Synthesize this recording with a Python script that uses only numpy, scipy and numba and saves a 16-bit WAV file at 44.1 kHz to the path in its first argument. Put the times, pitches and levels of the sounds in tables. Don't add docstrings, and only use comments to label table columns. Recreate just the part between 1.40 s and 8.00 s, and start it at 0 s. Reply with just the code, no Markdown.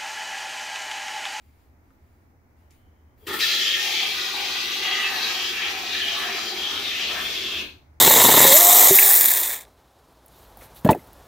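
import sys
import numpy as np
from scipy import signal
from scipy.fft import rfft, irfft, next_fast_len
from scipy.io import wavfile
from numba import njit

SR = 44100
rng = np.random.default_rng(int(sys.argv[2]) if len(sys.argv) > 2 else 0)


def gain_from_decibels(decibels):
    exponent = np.asarray(decibels, float) / 20
    return 10 ** exponent


def wrap_up_sound(samples):
    columns = np.atleast_2d(samples).T
    tamed = np.clip(columns, -1, 1)
    steps = np.round(tamed * 32767).astype(np.int16)
    wavfile.write(sys.argv[1], SR, steps)


N = 291060

# pitch_hz, level_db (per Hz)
FAN_COLOUR = [(12, -14.5), (20, -7), (48, -16.5), (63, -2), (81, 4.5), (103, -9.5), (131, -7.5), (162, -33),
              (200, -29), (260, -39), (440, -120)]
# middle_s, level_db, length_s
FAN_GUSTS = [
    (.6, -68.5, 1.5),
    (1.42, -65, 0.14),
    (1.93, -62, 0.27),
    (2.94, -68, 0.17),
    (4.4, -70, 1),
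    (5.35, -69, 0.11),
    (5.81, -57, 0.1),
    (6.1, -56.5, 1),
]
# pitch_hz, level_db (per Hz)
AIR_COLOUR = [(70, -23), (120, -8.5), (270, 0), (450, -10), (860, -9), (1100, -14), (2250, -17.5),
              (2700, -29), (3500, -33.5), (6250, -30), (8500, -38.5), (12000, -34), (14300, -36.5),
              (16000, -23.5)]
# pitch_hz, likeness (-1 to 1)
AIR_LIKENESS = [(30, .8), (70, .95), (150, .87), (300, .8), (550, .4), (1650, -.2), (5000, 0)]
# middle_s, level_db, length_s
SLEEVE = [
    (.04, -73, 0.13),
    (.2, -74.5, .15),
    (.5, -83, 0.17),
    (.72, -80, 0.23),
    (1.23, -88, .06),
]
# start_s, level_db, t60_s
RUSTLES = [
    (1.166, -76, .5),
    (1.306, -66, .35),
]
# time_s, level_db
TAKE_UP = [
    (1.76, -90),
    (1.78, -72.5),
    (1.85, -68),
    (1.862, -61),
]
# pitch_hz, level_db (per Hz)
LEAK_COLOUR = [(1000, -23), (2000, 0), (3300, -4), (6000, -12), (8500, -12.5), (12000, -17), (14500, -14),
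               (16000, -17)]
# time_s, level_db, pitch_hz
WHISTLE = [
    (1.12, -98, 2620),
    (1.25, -83, 3030),
    (1.4, -76, 3060),
    (1.7, -85, 3100),
    (1.77, -91.5, 3150),
    (1.8, -71.5, 3200),
    (1.862, -61, 3320),
]
# start_s, peak_db, pitch_hz, damping (0-1)
TICKS = [
    (0.5057, -58, 1280, 0.14),
    (1.1657, -74, 1290, 0.4),
    (1.3034, -57, 2110, 0.6),
    (1.3083, -49, 6080, 0.34),
    (1.315, -57, 2500, 0.15),
    (1.873, -27, 9100, .9),
]
# time_s, level_db
FLOW = [(1.864, -33), (1.875, -48), (1.943, -40.5), (1.98, -56.5), (2.002, -31.5), (2.032, -31), (2.1, -33),
        (2.47, -35), (2.94, -38.5), (3.24, -37), (3.5, -40), (4.06, -37), (4.19, -41.5), (4.7, -39),
        (5.09, -41), (5.6, -40), (6.21, -42), (6.228, -55)]
# pitch_hz, level_db (per Hz)
JET_COLOUR = [(300, -36), (520, -0.5), (1000, -13.5), (1500, 0), (2500, 3.5), (4000, 6.5), (4900, 4.5),
              (6000, 5), (7000, -6.5), (8000, -14), (10000, -55)]
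# pitch_hz, level_db (per Hz)
EDGE_COLOUR = [(5000, -17.5), (7500, 2), (8500, 8), (10000, -3.5), (12000, 8), (14000, 1), (16000, -4.5)]
# middle_s, level_db, length_s
EDGE_PUFFS = [
    (1.882, -43, 0.022),
    (1.94, -40, 0.05),
    (2.0, -39.5, .035),
    (3.75, -62, 0.12),
    (4.8, -54, 0.046),
    (5.82, -52.5, 0.12),
]
# pitch_hz, width_hz, level_db
LOW_WAVES = [(780, 270, -55), (1250, 940, -46)]
MID_WAVES = [(1850, 380, -47.5), (2500, 1230, -38)]
TOP_WAVES = [(3200, 730, -40), (4000, 990, -41)]
# middle_s, pitch_hz, level_db, length_s
LOW_VISITS = [(1.91, 860, -36, 0.037), (2.487, 810, -40, 0.14), (2.655, 775, -39, 0.12),
              (3.024, 810, -38, .25), (3.487, 760, -36.5, 0.23), (3.843, 790, -39.5, 0.31),
              (4.346, 725, -37.5, 0.26), (4.717, 680, -37.5, 0.062), (4.9, 726, -42, 0.33),
              (5.327, 820, -52, 0.36), (5.737, 660, -44.5, 0.17), (1.933, 1290, -37.5, 0.11),
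              (2.127, 1380, -46.5, 0.12), (2.66, 1250, -52, .2), (2.88, 1290, -39.5, 0.19),
              (3.127, 1200, -42, 0.13), (3.55, 1200, -36, 0.34), (3.848, 1110, -42.5, 0.23),
              (4.227, 1280, -47, 0.45), (4.87, 1200, -39.5, 0.27), (5.327, 1280, -45, 0.24),
              (5.73, 1160, -42.5, 0.2)]
MID_VISITS = [(1.931, 1770, -31.5, 0.072), (2.029, 1760, -28.5, 0.022), (2.17, 1790, -36, 0.23),
              (2.4, 1800, -37.5, 0.1), (3.301, 1970, -44.5, 0.15), (3.58, 1964, -31, 0.3),
              (3.82, 1666, -37.5, 0.28), (4.211, 1710, -39, .15), (4.58, 1750, -36, .15),
              (4.87, 1710, -34, 0.13), (5.551, 1950, -36, 0.079), (5.78, 1660, -35.5, 0.08),
              (2.01, 2570, -34.5, 0.033), (2.12, 2630, -33, 0.14), (2.53, 2410, -31.5, 0.31),
              (3.062, 2470, -39, 0.04), (3.27, 2790, -34, 0.4), (3.59, 2860, -29.5, 0.17),
              (3.79, 2500, -38.5, 0.24), (4.23, 2380, -31, 0.13), (4.57, 2460, -38, 0.32),
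              (5.0, 2340, -42.5, .2), (5.56, 2540, -35.5, 0.15), (5.78, 2440, -40.5, 0.45),
              (6.149, 2670, -43.5, 0.42)]
TOP_VISITS = [(1.898, 3350, -44.5, 0.16), (2.08, 3280, -29.5, 0.11), (2.28, 3166, -27, 0.19),
              (2.6, 3280, -32.5, 0.38), (3.1, 3250, -38.5, 0.24), (3.501, 3290, -36.5, 0.22),
              (4.03, 3150, -27.5, 0.12), (4.23, 3200, -38.5, 0.19), (4.71, 3090, -30.5, 0.23),
              (5.25, 3230, -32, 0.23), (5.65, 2940, -32, 0.16), (5.9, 3430, -35.5, 0.2),
              (6.12, 3200, -34, 0.13), (2.03, 3970, -23, 0.044), (2.131, 3940, -31, 0.11),
              (2.63, 4160, -37, 0.26), (2.88, 3920, -35.5, 0.18), (3.101, 4050, -36, 0.13),
              (3.4, 3980, -39, 0.31), (3.82, 3970, -34.5, 0.16), (4.529, 3910, -31.5, 0.14),
              (4.781, 3810, -31, 0.055), (5.1, 4190, -40, 0.13), (5.479, 3610, -32, 0.16),
              (5.68, 4000, -38, 0.1)]
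# pitch_hz, width_hz, level_db
BOTTLE_MODES = [(374.5, 24, -0.5), (449, 10, -17), (310, 28, -37)]
# middle_s, level_db, length_s
BOTTLE_GULPS = [
    (2.0, -36, 0.022),
    (2.08, -43, 0.039),
    (2.54, -44, 0.03),
    (3.41, -39, 0.069),
    (3.84, -44, 0.06),
    (4.91, -37, .12),
    (5.14, -38, 0.13),
    (5.43, -42, 0.064),
    (6.1, -56, 0.081),
]
# pitch_hz, depth (0-1)
HOLES = [(605, 0), (970, 0), (1430, 0.06)]
# middle_s, pitch_hz, added_depth (0-1), length_s
GRIPS = [(2.4, 636, .55, 0.95), (3.3, 644, .5, 1), (4.4, 632, .65, 0.76), (5.503, 614, .1, .3),
         (2.348, 986, .8, 0.65), (2.848, 895, .6, 0.66), (3.497, 983, .8, 0.41), (4.5, 950, .1, 0.67),
         (2.0, 1570, .8, 1), (2.5, 1430, .5, 0.44), (2.87, 1324, .8, .3), (3.506, 1380, .35, 0.87),
         (4.5, 1450, .3, 0.6)]
# middle_s, share_lost (0-1), length_s
HICCUP = [
    (1.922, .55, .012),
]
# pitch_hz, t60_s
SHOP_T60 = [(200, 0.5), (1000, 0.3), (2000, 0.13), (3200, 0.33), (5000, 0.16), (8000, 0.14), (15000, 0.31)]
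# pitch_hz, level_db
SHOP_WET = [(200, 3.5), (700, 9), (1500, 8.5), (2800, 8.5), (5500, 10.5), (9000, 12), (14000, 16)]
# pitch_hz, likeness (-1 to 1)
SHOP_LIKENESS = [(200, .85), (500, .55), (1200, .05), (3000, 0)]
# pitch_hz, level_db
LEFT_PORT = [(150, 1.5), (700, 0.1), (1400, 1.5), (2800, 2), (5600, 3.5), (9500, -0.7), (13500, 7)]

STEADY_DB = -39
SPUTTER_S, SPUTTER_LENGTH_S = 1.915, 0.1
TIME_S = np.arange(N) / SR


def rms_one(x):
    return x / np.sqrt(np.mean(x ** 2) + 1e-20)


def in_time(rows):
    s, *columns = np.transpose(rows)
    return [np.interp(TIME_S, s, c) for c in columns]


def while_on(open_at_s, close_at_s, fade_s):
    opening = np.clip((TIME_S - open_at_s) / 0.0068, 0, 1) ** 2
    return opening * np.exp(-np.maximum(TIME_S - close_at_s, 0) / fade_s)


def while_spraying(fade_s):
    return while_on(FLOW[0][0], FLOW[-1][0], fade_s)


def at_hz(points, hz):
    table_hz, value = np.transpose(points)
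    return np.interp(np.log(hz + 1), np.log(table_hz), value)


def coloured(x, points):
    n = x.shape[-1]
    size = next_fast_len(n)
    gain = gain_from_decibels(at_hz(points, np.fft.rfftfreq(size, 1 / SR)))
    return irfft(rfft(x, size) * gain, size)[..., :n]


def drift(rate_hz):
    r = np.exp(-80 * np.pi * rate_hz / SR)
    draws = rng.standard_normal(N // 40 + 2002)
    slow = signal.lfilter([1], [1, -2 * r, r * r], draws)[2000:]
    return np.interp(np.arange(N) / 40, np.arange(len(slow)), rms_one(slow))


def band(x, low_hz, high_hz):
    sos = signal.butter(2, [low_hz, min(high_hz, 0.45 * SR)], "band", fs=SR, output="sos")
    return signal.sosfilt(sos, x)


def resonance(x, hz, width_hz):
    r = np.exp(-np.pi * width_hz / SR)
    zeros = np.array([1, 0, -1]) * (1 - r * r) / 2
    return signal.lfilter(zeros, [1, -2 * r * np.cos(2 * np.pi * hz / SR), r * r], x)


@njit
def moving_resonance(x, hz, width_hz, rate):
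    y = np.zeros(len(x))
    r = np.exp(-np.pi * width_hz / rate)
    for i in range(2, len(x)):
        drive = (1 - r * r) / 2 * (x[i] - x[i - 2])
        y[i] = drive + 2 * r * np.cos(2 * np.pi * hz[i] / rate) * y[i - 1] - r * r * y[i - 2]
    return y


def pair(likeness, size):
    mid, side = rfft(rng.standard_normal((2, size)))
    alike = np.clip(at_hz(likeness, np.fft.rfftfreq(size, 1 / SR)), -1, 1)
    return irfft(np.sqrt(1 + alike) * mid + np.sqrt(1 - alike) * side * [[1], [-1]], size)


def swells(s, size, length_s):
    t = np.arange(0, N + 64, 64) / SR
    humps = np.dot(size, 2. ** -((2 * (t - np.c_[s]) / np.c_[length_s]) ** 2))
    return np.interp(TIME_S, t, humps)


def gusts(rows):
    s, db, length_s = np.transpose(rows)
    return swells(s, gain_from_decibels(db), length_s)


def nearest(rows, centres_hz):
    rows = np.array(rows)
    home = np.abs(np.log(rows[:, 1:2] / centres_hz)).argmin(axis=1)
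    dealt = [rows[home == k] for k in range(len(centres_hz))]
    return [(own.T, in_time(own[:, :2])[0]) for own in dealt]


def background():
    noise = pair(AIR_LIKENESS, N)
    unsteady = gain_from_decibels(0.8 * drift(2))
    fan = rms_one(coloured(noise, FAN_COLOUR)) * (gain_from_decibels(-60.5) + gusts(FAN_GUSTS))
    air = rms_one(coloured(noise[:, ::-1], AIR_COLOUR)) * gain_from_decibels(-62.5)
    return fan + air * unsteady


def leak():
    air = rng.standard_normal((4, N))
    rustle = sum((TIME_S >= s) * gain_from_decibels(db - 60 * np.abs(TIME_S - s) / t60) for s, db, t60 in RUSTLES)
    pressure = gain_from_decibels(in_time(TAKE_UP)[0])
    hiss = rms_one(coloured(air[0], LEAK_COLOUR)) * (rustle + gusts(SLEEVE) + pressure) * gain_from_decibels(1)
    seep = rms_one(band(air[1], 11500, 16000)) * gain_from_decibels(-1)
    seep = seep + rms_one(resonance(air[2], 420, 60)) * gain_from_decibels(12)
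    whistle_db, hz = in_time(WHISTLE)
    whistle = moving_resonance(moving_resonance(air[3], hz, 200., SR), hz, 400., SR)
    whistle = rms_one(whistle) * gain_from_decibels(whistle_db + 2.6 * drift(9.7))
    return (hiss + seep * pressure + whistle) * while_on(-1, TAKE_UP[-1][0], fade_s=0.006)


def ticks():
    out = np.zeros(N)
    impulse = np.eye(1, 600)[0]
    for s, peak_db, hz, damping in TICKS:
        click = resonance(impulse, hz, np.clip(damping, 0.05, 1) * hz)
        click = click + 0.3 * damping ** 2 * impulse
        at = round(s * SR)
        out[at:at + 600] += click / np.abs(click).max() * gain_from_decibels(peak_db + 8)
    return out


def spitting_noise():
    return rng.standard_normal(N) * gain_from_decibels(0.8 * drift(28))


def sputter():
    return np.exp(-(2 * (TIME_S - SPUTTER_S) / SPUTTER_LENGTH_S) ** 4)


def jet(flow_db):
    hiss = rms_one(coloured(spitting_noise(), JET_COLOUR)) * gain_from_decibels(flow_db + 6.5 + 1.3 * drift(11))
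    edge_db = -47.5 + 0.94 * (flow_db - STEADY_DB)
    sizzle = gain_from_decibels(edge_db + 1.3 * drift(19)) + gusts(EDGE_PUFFS)
    edge = rms_one(coloured(spitting_noise(), EDGE_COLOUR)) * sizzle
    return (hiss + edge) * while_spraying(fade_s=0.064)


def standing_waves(waves, visits, flow_db):
    out = 0
    visits_by_wave = nearest(visits, np.array(waves)[:, 0])
    for (_, width_hz, rest_db), ((s, _, db, length_s), hz) in zip(waves, visits_by_wave):
        drive = gain_from_decibels(rest_db + 0.2 * (flow_db - STEADY_DB)) + swells(s, gain_from_decibels(db), length_s)
        once = moving_resonance(spitting_noise(), hz, width_hz, SR)
        wave = moving_resonance(once, hz, width_hz, SR)
        crest = gain_from_decibels(-10.5) * rms_one(moving_resonance(wave, hz, width_hz / 3.3, SR))
        out = out + (rms_one(wave) + crest) * drive * gain_from_decibels(2 * drift(10.7))
    return out * while_spraying(fade_s=0.042)


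def bottle():
    air = rng.standard_normal(N)
    ringing = 0
    for k, (hz, width_hz, db) in enumerate(BOTTLE_MODES):
        ringing = ringing + gain_from_decibels(db) * resonance(air, hz, width_hz) * (-1) ** k
    blown = gain_from_decibels(-37.5 - 0.5 * drift(4)) + gain_from_decibels(-24) * sputter() + gusts(BOTTLE_GULPS)
    return rms_one(band(ringing, 293, 780)) * blown * gain_from_decibels(-7.5) * while_spraying(fade_s=0.035)


def wall_roar():
    shaken = gain_from_decibels(-51.5 + 1.31 * (TIME_S - SPUTTER_S)) + gain_from_decibels(-44.5) * sputter()
    roar = rms_one(band(rng.standard_normal(N), 187, 429))
    return roar * shaken * gain_from_decibels(2.5) * while_spraying(fade_s=0.035)


def hollowed(x):
    grips_by_hole = nearest(GRIPS, np.array(HOLES)[:, 0])
    for (_, depth), ((s, _, added, length_s), hz) in zip(HOLES, grips_by_hole):
        lined_up = np.clip(depth + swells(s, added, length_s) + 0.09 * drift(4), 0, 1)
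        for width_hz in (130., 65.):
            x = x - lined_up * moving_resonance(x, hz, width_hz, SR)
    return x


def shop(x, first_s):
    t = np.arange(int(0.7 * SR)) / SR
    edges_hz = 70 * 2. ** np.arange(0, 8.1, 0.5)
    echoes = pair(SHOP_LIKENESS, len(t)) * (1 - np.exp(-(t / first_s) ** 2))
    tail = 0
    for low, high in zip(edges_hz, edges_hz[1:]):
        hz = np.sqrt(low * high)
        dying = band(echoes, low, high) * gain_from_decibels(-60 * t / at_hz(SHOP_T60, hz))
        level = np.sqrt((high - low) / SR * 2 / np.sum(dying ** 2) * 2)
        tail = tail + dying * level * gain_from_decibels(at_hz(SHOP_WET, hz))
    return signal.fftconvolve(np.atleast_2d(x), tail, axes=1)[:, :N]


def swaying_shop(x):
    poses = 16
    pose = np.interp(TIME_S, [FLOW[0][0], FLOW[-1][0]], [0, poses - 1])
    out = np.zeros((2, N))
    for k in range(poses):
        first, last = np.flatnonzero(np.abs(pose - k) < 1)[[0, -1]]
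        part = x[first:last] * np.cos(np.pi / 2 * (pose[first:last] - k))
        echoes = shop(part, first_s=0.00026)[:, :N - first]
        out[:, first:first + echoes.shape[1]] += echoes
    return out


def scene():
    flow_db, = in_time(FLOW)
    cavity = (standing_waves(LOW_WAVES, LOW_VISITS, flow_db)
              + standing_waves(MID_WAVES, MID_VISITS, flow_db)
              + standing_waves(TOP_WAVES, TOP_VISITS, flow_db))
    spray = hollowed(jet(flow_db) + cavity + bottle() + wall_roar())
    can = spray * (1 - swells(*np.transpose(HICCUP))) + leak() + ticks()
    left, right = (can + swaying_shop(can)) * gain_from_decibels(-5)
    tilt = np.array(LEFT_PORT)
    ports = np.array([coloured(left, tilt * [1, 0.5]), coloured(right, tilt * [1, -0.5])])
    return ports + background()


def band_limit(x):
    return signal.sosfilt(signal.butter(12, 16970, fs=SR, output="sos"), x)


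def record(dry):
    top_cut = signal.cheby2(20, 60, 16030, fs=SR, output="sos")
    mix = signal.sosfilt(top_cut, dry)
    return band_limit(mix)


dry = scene()
out = record(dry)
wrap_up_sound(out)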